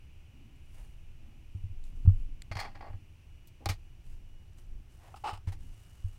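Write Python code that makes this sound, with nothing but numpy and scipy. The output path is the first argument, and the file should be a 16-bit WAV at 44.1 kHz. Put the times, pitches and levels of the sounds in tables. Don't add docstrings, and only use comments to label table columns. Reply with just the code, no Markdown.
import sys
import numpy as np
from scipy import signal
from scipy.fft import rfft, irfft, next_fast_len
from scipy.io import wavfile

SR = 44100
rng = np.random.default_rng(int(sys.argv[2]) if len(sys.argv) > 2 else 0)


def file_out(sig):
    cols = np.atleast_2d(sig).T
    lim = np.clip(cols, -1, 1)
    pcm = np.round(lim * 32767).astype(np.int16)
    wavfile.write(sys.argv[1], SR, pcm)


N = 272538

# fastest_s, level_db
FLOSS_PULLS = [(0.8, -67.5), (1.56, -78.5)]
# start_s, hold_s, level_db
FELT_BRUSHES = [(1.827, .005, -68.5), (1.936, 0.26, -76), (4.03, 0.095, -72), (4.563, .003, -68),
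                (4.887, 0.37, -71.5), (5.58, .55, -70)]
# freq_hz, gain_db
FELT_EQ = [(210, -28), (350, -3), (802, -2.5), (1140, -3.5), (2530, -8), (2870, 1), (3370, -9.5),
           (8490, -6.5), (15800, -16.5)]
# start_s, level_db, t60_s, tilt_db_per_octave
NEEDLE_TICKS = [(0.5596, -72, 0.04, 0), (1.8395, -56, 0.016, 7), (2.4205, -34, 0.007, 0),
                (4.5321, -64, 0.013, -2), (4.584, -61, 0.013, 5)]
# freq_hz, gain_db
TICK_EQ = [(700, -41), (2100, 4), (3000, -4.5), (4100, 8.5), (5600, -16), (7500, 10), (11000, -19),
           (15500, -30.5)]
# start_s, hold_s, level_db, tilt_db_per_octave
PALM_SWEEPS = [(0.735, 0.018, -66, -4), (1.19, .01, -74.5, -3.5), (4.98, 0.055, -61.5, -6.5)]
# start_s, hold_s, level_db, tilt_db_per_octave
PALM_PATS = [(5.472, 0.014, -53.5, -0.5), (5.52, 0.0098, -55, 1)]
# freq_hz, gain_db
PALM_EQ = [(210, -36), (350, -10), (789, 3), (1360, -8), (1900, -2.5), (2610, -8), (9040, -16),
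           (15800, -27)]
# start_s, hold_s, level_db
FINGER_RUBS = [(0.291, 0.11, -63), (1.171, 0.1, -64), (1.497, 0.21, -71), (2.422, 0.48, -64.5)]
# freq_hz, gain_db
FINGER_EQ = [(100, -36.5), (210, 4.5), (300, 0.5), (420, -25.5), (1000, -27), (4000, -56.5)]

# start_s, hold_s, level_db, tilt_db_per_octave
SCISSOR_DRAGS = [(2.565, 0.051, -40, 0.5), (2.639, 0.014, -43.5, -6), (2.744, 0.0055, -50.5, -3),
                 (2.821, 0.047, -49.5, -10.5)]
# start_s, level_db, tilt_db_per_octave
SCISSOR_CATCHES = [(2.513, -40, .5), (2.55, -43.5, 2), (2.595, -38.5, 5.5), (2.806, -44.5, -7),
                   (2.926, -56, -8.5)]
# freq_hz, gain_db
SCRAPE_EQ = [(180, -54), (300, -9), (688, -5), (825, 4), (1020, -9.5), (2160, -2.5), (3790, -24.5),
             (4410, -10), (5940, -20), (15800, -44)]
# pitch_hz, width_hz, gain_db
STEEL_MODES = [(4400, 91, 2), (4840, 180, -1.5), (9550, 100, -13), (10800, 77, -18), (12300, 80, -19.5),
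               (14800, 100, -23)]
# start_s, rise_s, hold_s, t60_s, level_db, tilt_db_per_octave
SCISSOR_SNIP = [(3.4725, 0.00041, 0.0011, 0.013, -51, 18), (3.476, 0.00087, 0.0059, 0.064, -63.5, 11)]
# start_s, rise_s, hold_s, t60_s, level_db, tilt_db_per_octave
SCISSOR_LANDING = [(3.604, 0.0032, 0.052, .04, -60, -26), (3.6577, .0003, 0.0017, 0.0069, -31, 2),
                   (3.658, 0.00084, 0.0058, 0.056, -37, -3), (3.6876, 0.0015, 0.012, 0.11, -35.5, 1)]
# freq_hz, gain_db
CLATTER_EQ = [(150, -41), (250, -8.5), (684, -7.5), (799, -4), (1000, -9.5), (1110, -5.5), (1780, -15),
              (2380, -4.5), (2690, -13), (4380, -11), (15800, -32)]

# start_s, hold_s, level_db, tilt_db_per_octave
POT_SCOOTS = [(5.157, .003, -55, 8), (5.238, 0.022, -38.5, 0.5), (5.265, 0.031, -38, 2.5),
              (5.33, 0.0052, -45.5, 4.5)]
# start_s, level_db, tilt_db_per_octave
POT_ROCKS = [(2.058, -53.5, -3), (2.092, -56.5, -8.5), (5.141, -45.5, -5.5), (5.372, -56.5, 7)]
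# pitch_hz, width_hz, gain_db
POT_MODES = [(825, 63, -0.5), (1200, 180, -7), (1320, 20, -5), (2600, 120, -14.5), (3000, 140, -13),
             (3880, 150, -28), (5000, 130, -35)]
# freq_hz, gain_db
POT_EQ = [(150, -32.5), (350, -9.5), (550, -13.5), (820, 2), (1020, -11), (1260, -3), (1600, -18.5),
          (2900, -21), (3500, -26), (5200, -26.5), (6000, -36.5), (9000, -35.5), (11000, -50.5),
          (15800, -50)]

# start_s, strength_db, push_s
TABLE_BUMPS = [(1.548, -31.5, 0.0043), (1.636, -29.5, 0.0068), (1.697, -34.5, 0.009), (2.05, -23, 0.0045),
               (2.074, -8, 0.0055), (2.511, -34, 0.0036), (2.558, -30.5, 0.004), (2.896, -35, 0.012),
               (2.938, -33, 0.0095), (3.662, -28.5, 0.0035), (3.694, -26.5, 0.0042), (5.329, -38, .0028),
               (5.473, -26, 0.0044), (6.041, -22, 0.011)]
# pitch_hz, gain_db, t60_s
BOOM_MODES = [(95.5, 4, 0.15), (26.8, -12.5, 0.48), (159.4, -13.5, 0.057), (328.7, -10.5, .1)]
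# pitch_hz, width_hz, gain_db
TOP_MODES = [(590, 34, -6.5), (802, 52, 4.5), (1116, 68, -2.5), (1244, 31, -3.5), (1650, 14, -4.5),
             (1871, 22, -1), (2070, 40, -3), (2310, 25, -5.5), (2400, 14, -15), (3300, 210, -13.5),
             (4280, 87, -10)]
# heaviest_s, level_db, slope_db_per_s
ARM_LEANS = [(0.85, -41, 59), (2.12, -33, 32.5), (4.12, -44, 63), (4.762, -36.5, 120), (5.612, -34, 96)]
# freq_hz, gain_db
RUMBLE_EQ = [(8.8, -28.5), (15, 8.5), (26, -0.5), (65, -18.5), (98, -22.5), (124, -24.5), (214, -37),
             (255, -34), (500, -54.5), (650, -85.5), (1100, -120)]

# freq_hz, gain_db
HISS_EQ = [(35, -29), (60, 3), (103, -2), (227, -22.5), (345, -22), (456, -31), (817, -31.5), (1060, -35),
           (1850, -37), (2880, -36), (3810, -42.5), (5660, -43), (15800, -50.5)]
# time_s, level_db
WHINE_SKIRT = [(0, -73.5), (2, -75.5), (3.3, -75), (4.2, -78.5), (4.8, -80.5), (6.18, -80)]
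# start_s, end_s
WHINE_SETTLES = [(3.3, 3.48), (3.78, 3.97), (4.29, 4.46), (5.63, 6.5)]


def felt_and_floss():
    t = np.arange(N) / SR
    sliding = sum(amp(db) * press(t - s, rise=0.022, hold=hold, t60=0.32) for s, hold, db in FELT_BRUSHES)
    pulling = sum(swell(s, db, db_per_s=88) for s, db in FLOSS_PULLS)
    fibres = unit(noise(lambda hz: eq(FELT_EQ, hz)) * amp(2.8 * wobble(360, N)))
    zip_hz, width_hz = 9600, 1600
    floss = amp(-8.5) * noise(lambda hz: resonances([(zip_hz, width_hz, 0)], hz))
    return (sliding + pulling) * fibres + pulling * floss


def needle():
    out, t = np.zeros(N), np.arange(SR // 8) / SR
    for s, db, t60, tilt_db in NEEDLE_TICKS:
        burst = amp(db) * rng.standard_normal(len(t)) * fade(t, t60)
        add(out, s, filtered(burst, lambda hz: unit(eq(TICK_EQ, hz) * tilt(tilt_db, hz))))
    return out


def palm():
    strokes = slides(PALM_SWEEPS, rise=0.049, t60=0.42) + slides(PALM_PATS, rise=0.0012, t60=0.11)
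    return rub(strokes, PALM_EQ, TOP_MODES, ring_db=-24, grain_db=1.5, grain_hz=280)


def fingers():
    rise_s, t60_s = 0.081, 0.52
    strokes = [(s, rise_s, hold, t60_s, db, 0) for s, hold, db in FINGER_RUBS]
    return rub(strokes, FINGER_EQ, TOP_MODES, ring_db=-18.5, grain_db=0.5, grain_hz=26)


def scissors():
    drag = slides(SCISSOR_DRAGS, rise=0.0051, t60=0.19)
    drag += knocks(SCISSOR_CATCHES, rise=0.0041, hold=0.004, t60=0.065)
    out = rub(drag, SCRAPE_EQ, TOP_MODES, ring_db=0.5, grain_db=3.5, grain_hz=400)
    hardest_db = max(db for _, _, db, _ in SCISSOR_DRAGS)
    jingle = [(*envelope, db - 0.88 * max(hardest_db - db, 0), tilt_db)
              for *envelope, db, tilt_db in drag + SCISSOR_LANDING]
    out += amp(-16) * rub(jingle, SCRAPE_EQ, STEEL_MODES, ring_db=24, grain_db=8.5, grain_hz=250)
    clatter = SCISSOR_SNIP + SCISSOR_LANDING
    out += rub(clatter, CLATTER_EQ, TOP_MODES, ring_db=-6.5, grain_db=-0.5, grain_hz=990)
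    t, blade_hz = np.arange(SR // 4) / SR, 12176
    ping = np.sin(2 * np.pi * blade_hz * t) * fade(t, 0.039) * (1 - fade(t, 0.022))
    add(out, SCISSOR_LANDING[-1][0], amp(-40) * ping)
    return out


def pot():
    strokes = slides(POT_SCOOTS, rise=0.005, t60=0.12)
    strokes += knocks(POT_ROCKS, rise=0.001, hold=0.0042, t60=0.02)
    out = rub(strokes, POT_EQ, POT_MODES, ring_db=-5, grain_db=2, grain_hz=700)
    t = np.arange(SR // 4) / SR
    squeak_hz, hold_s = 848, 0.032
    phase = 2 * np.pi * np.cumsum(squeak_hz * (1 + 0.047 * wobble(310, len(t)))) / SR
    grip = (1 - fade(t, 0.0099)) * fade(t - hold_s, 0.09)
    flutter = amp(1.4 * wobble(214, len(t)))
    add(out, POT_SCOOTS[1][0], amp(-33.5) * grip * flutter * np.sin(phase))
    return out


def table():
    out, t = np.zeros(N), np.arange(SR) / SR
    boom = sum(amp(db) * np.sin(2 * np.pi * hz * t) * fade(t, t60) for hz, db, t60 in BOOM_MODES)
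    for s, db, push_s in TABLE_BUMPS:
        push = np.sin(np.pi * np.clip(t / push_s, 0, 1)) ** 2
        add(out, s, amp(db) * signal.fftconvolve(boom, push / push.sum()))
    resting_db = -56
    weight = amp(resting_db) + sum(swell(s, db, slope) for s, db, slope in ARM_LEANS)
    return out + weight * noise(lambda hz: eq(RUMBLE_EQ, hz))


def hiss():
    return amp(-55) * noise(lambda hz: eq(HISS_EQ, hz))


def whine():
    t = np.arange(N) / SR
    whine_hz, settle_s, clear_db = 2912, 0.0777, -73.5
    steady = sum(np.clip(np.minimum(t - start, end - t) / settle_s + 0.5, 0, 1)
                 for start, end in WHINE_SETTLES)
    skirt_db = np.interp(t, *np.transpose(WHINE_SKIRT))
    skirt = amp(skirt_db) * noise(lambda hz: resonances([(2530, 740, 0)], hz) ** 2)
    jitter_hz = (6 + 85 * (1 - steady) ** 2) * wobble(350, N)
    tone_db = steady * clear_db + (1 - steady) * (skirt_db - 1) + 1.5 * wobble(6.8, N)
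    phase = 2 * np.pi * np.cumsum(whine_hz + jitter_hz) / SR
    overtone = amp(-86) * np.sin(2 * phase)
    return skirt + amp(tone_db) * np.sin(phase) + overtone


def rub(strokes, curve, modes, ring_db, grain_db, grain_hz):
    out, t = np.zeros(N), np.arange(2 ** 15) / SR
    hz = np.fft.rfftfreq(len(t), 1 / SR)
    ring = amp(ring_db) * unit(np.abs(resonances(modes, hz)))
    body = np.hypot(unit(eq(curve, hz)), ring)
    for s, rise, hold, t60, db, tilt_db in strokes:
        slips = rng.standard_normal(len(t)) * amp(grain_db * wobble(grain_hz, len(t)))
        pressure = press(t, rise, hold, t60)
        force = unit(slips * pressure) * np.sqrt(np.mean(pressure ** 2))
        tone = causal(unit(body * tilt(tilt_db, hz)))
        add(out, s, amp(db) * irfft(rfft(force) * tone))
    return out


def slides(rows, rise, t60):
    return [(s, rise, hold, t60, db, tilt_db) for s, hold, db, tilt_db in rows]


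def knocks(rows, rise, hold, t60):
    return [(s, rise, hold, t60, db, tilt_db) for s, db, tilt_db in rows]


def press(t, rise, hold, t60):
    return np.clip(t / max(rise, 1e-4), 0, 1) * fade(t - rise - hold, t60)


def swell(s, db, db_per_s):
    return amp(db - db_per_s * np.abs(np.arange(N) / SR - s))


def fade(t, t60):
    return np.exp(-np.log(1000) * np.maximum(t, 0) / max(t60, 1e-4))


def wobble(rate, size):
    knots = rng.standard_normal(size // 10)
    return np.interp(np.arange(size) * rate / SR, np.arange(len(knots)), knots)


def noise(response):
    return unit(filtered(rng.standard_normal(N), response))


def eq(points, hz):
    freq_hz, db = np.transpose(points)
    return amp(np.interp(np.log(hz + 1), np.log(freq_hz + 1), db))


def tilt(db_per_octave, hz):
    return amp(db_per_octave * np.log2(1 + hz / 1000))


def resonances(modes, hz):
    return sum((-1) ** k * amp(db) * 1j * hz * width / (pitch ** 2 - hz ** 2 + 1j * hz * width)
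               for k, (pitch, width, db) in enumerate(modes))


def causal(gain):
    cepstrum = irfft(np.log(np.maximum(gain, 1e-6)))
    half = len(cepstrum) // 2
    return np.exp(rfft(np.concatenate([cepstrum[:1], 2 * cepstrum[1:half], np.zeros(half)])))


def filtered(x, response):
    size = next_fast_len(len(x) + 8192)
    return irfft(rfft(x, size) * response(np.fft.rfftfreq(size, 1 / SR)), size)[:len(x)]


def amp(db):
    return 10 ** (np.asarray(db) / 20)


def unit(x):
    return x / np.sqrt(np.mean(np.abs(x) ** 2) + 1e-20)


def add(track, s, sound):
    part = track[round(s * SR):]
    part[:len(sound)] += sound[:len(part)]


def scene():
    props = scissors() + pot()
    sewing = needle() + felt_and_floss() + palm() + fingers()
    return (sewing + props + table() + hiss() + whine())[None]


def record(dry):
    cutoff_hz = 15850
    return np.array([filtered(x, lambda hz: hz < cutoff_hz) for x in dry])


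dry = scene()
out = record(dry)
file_out(out)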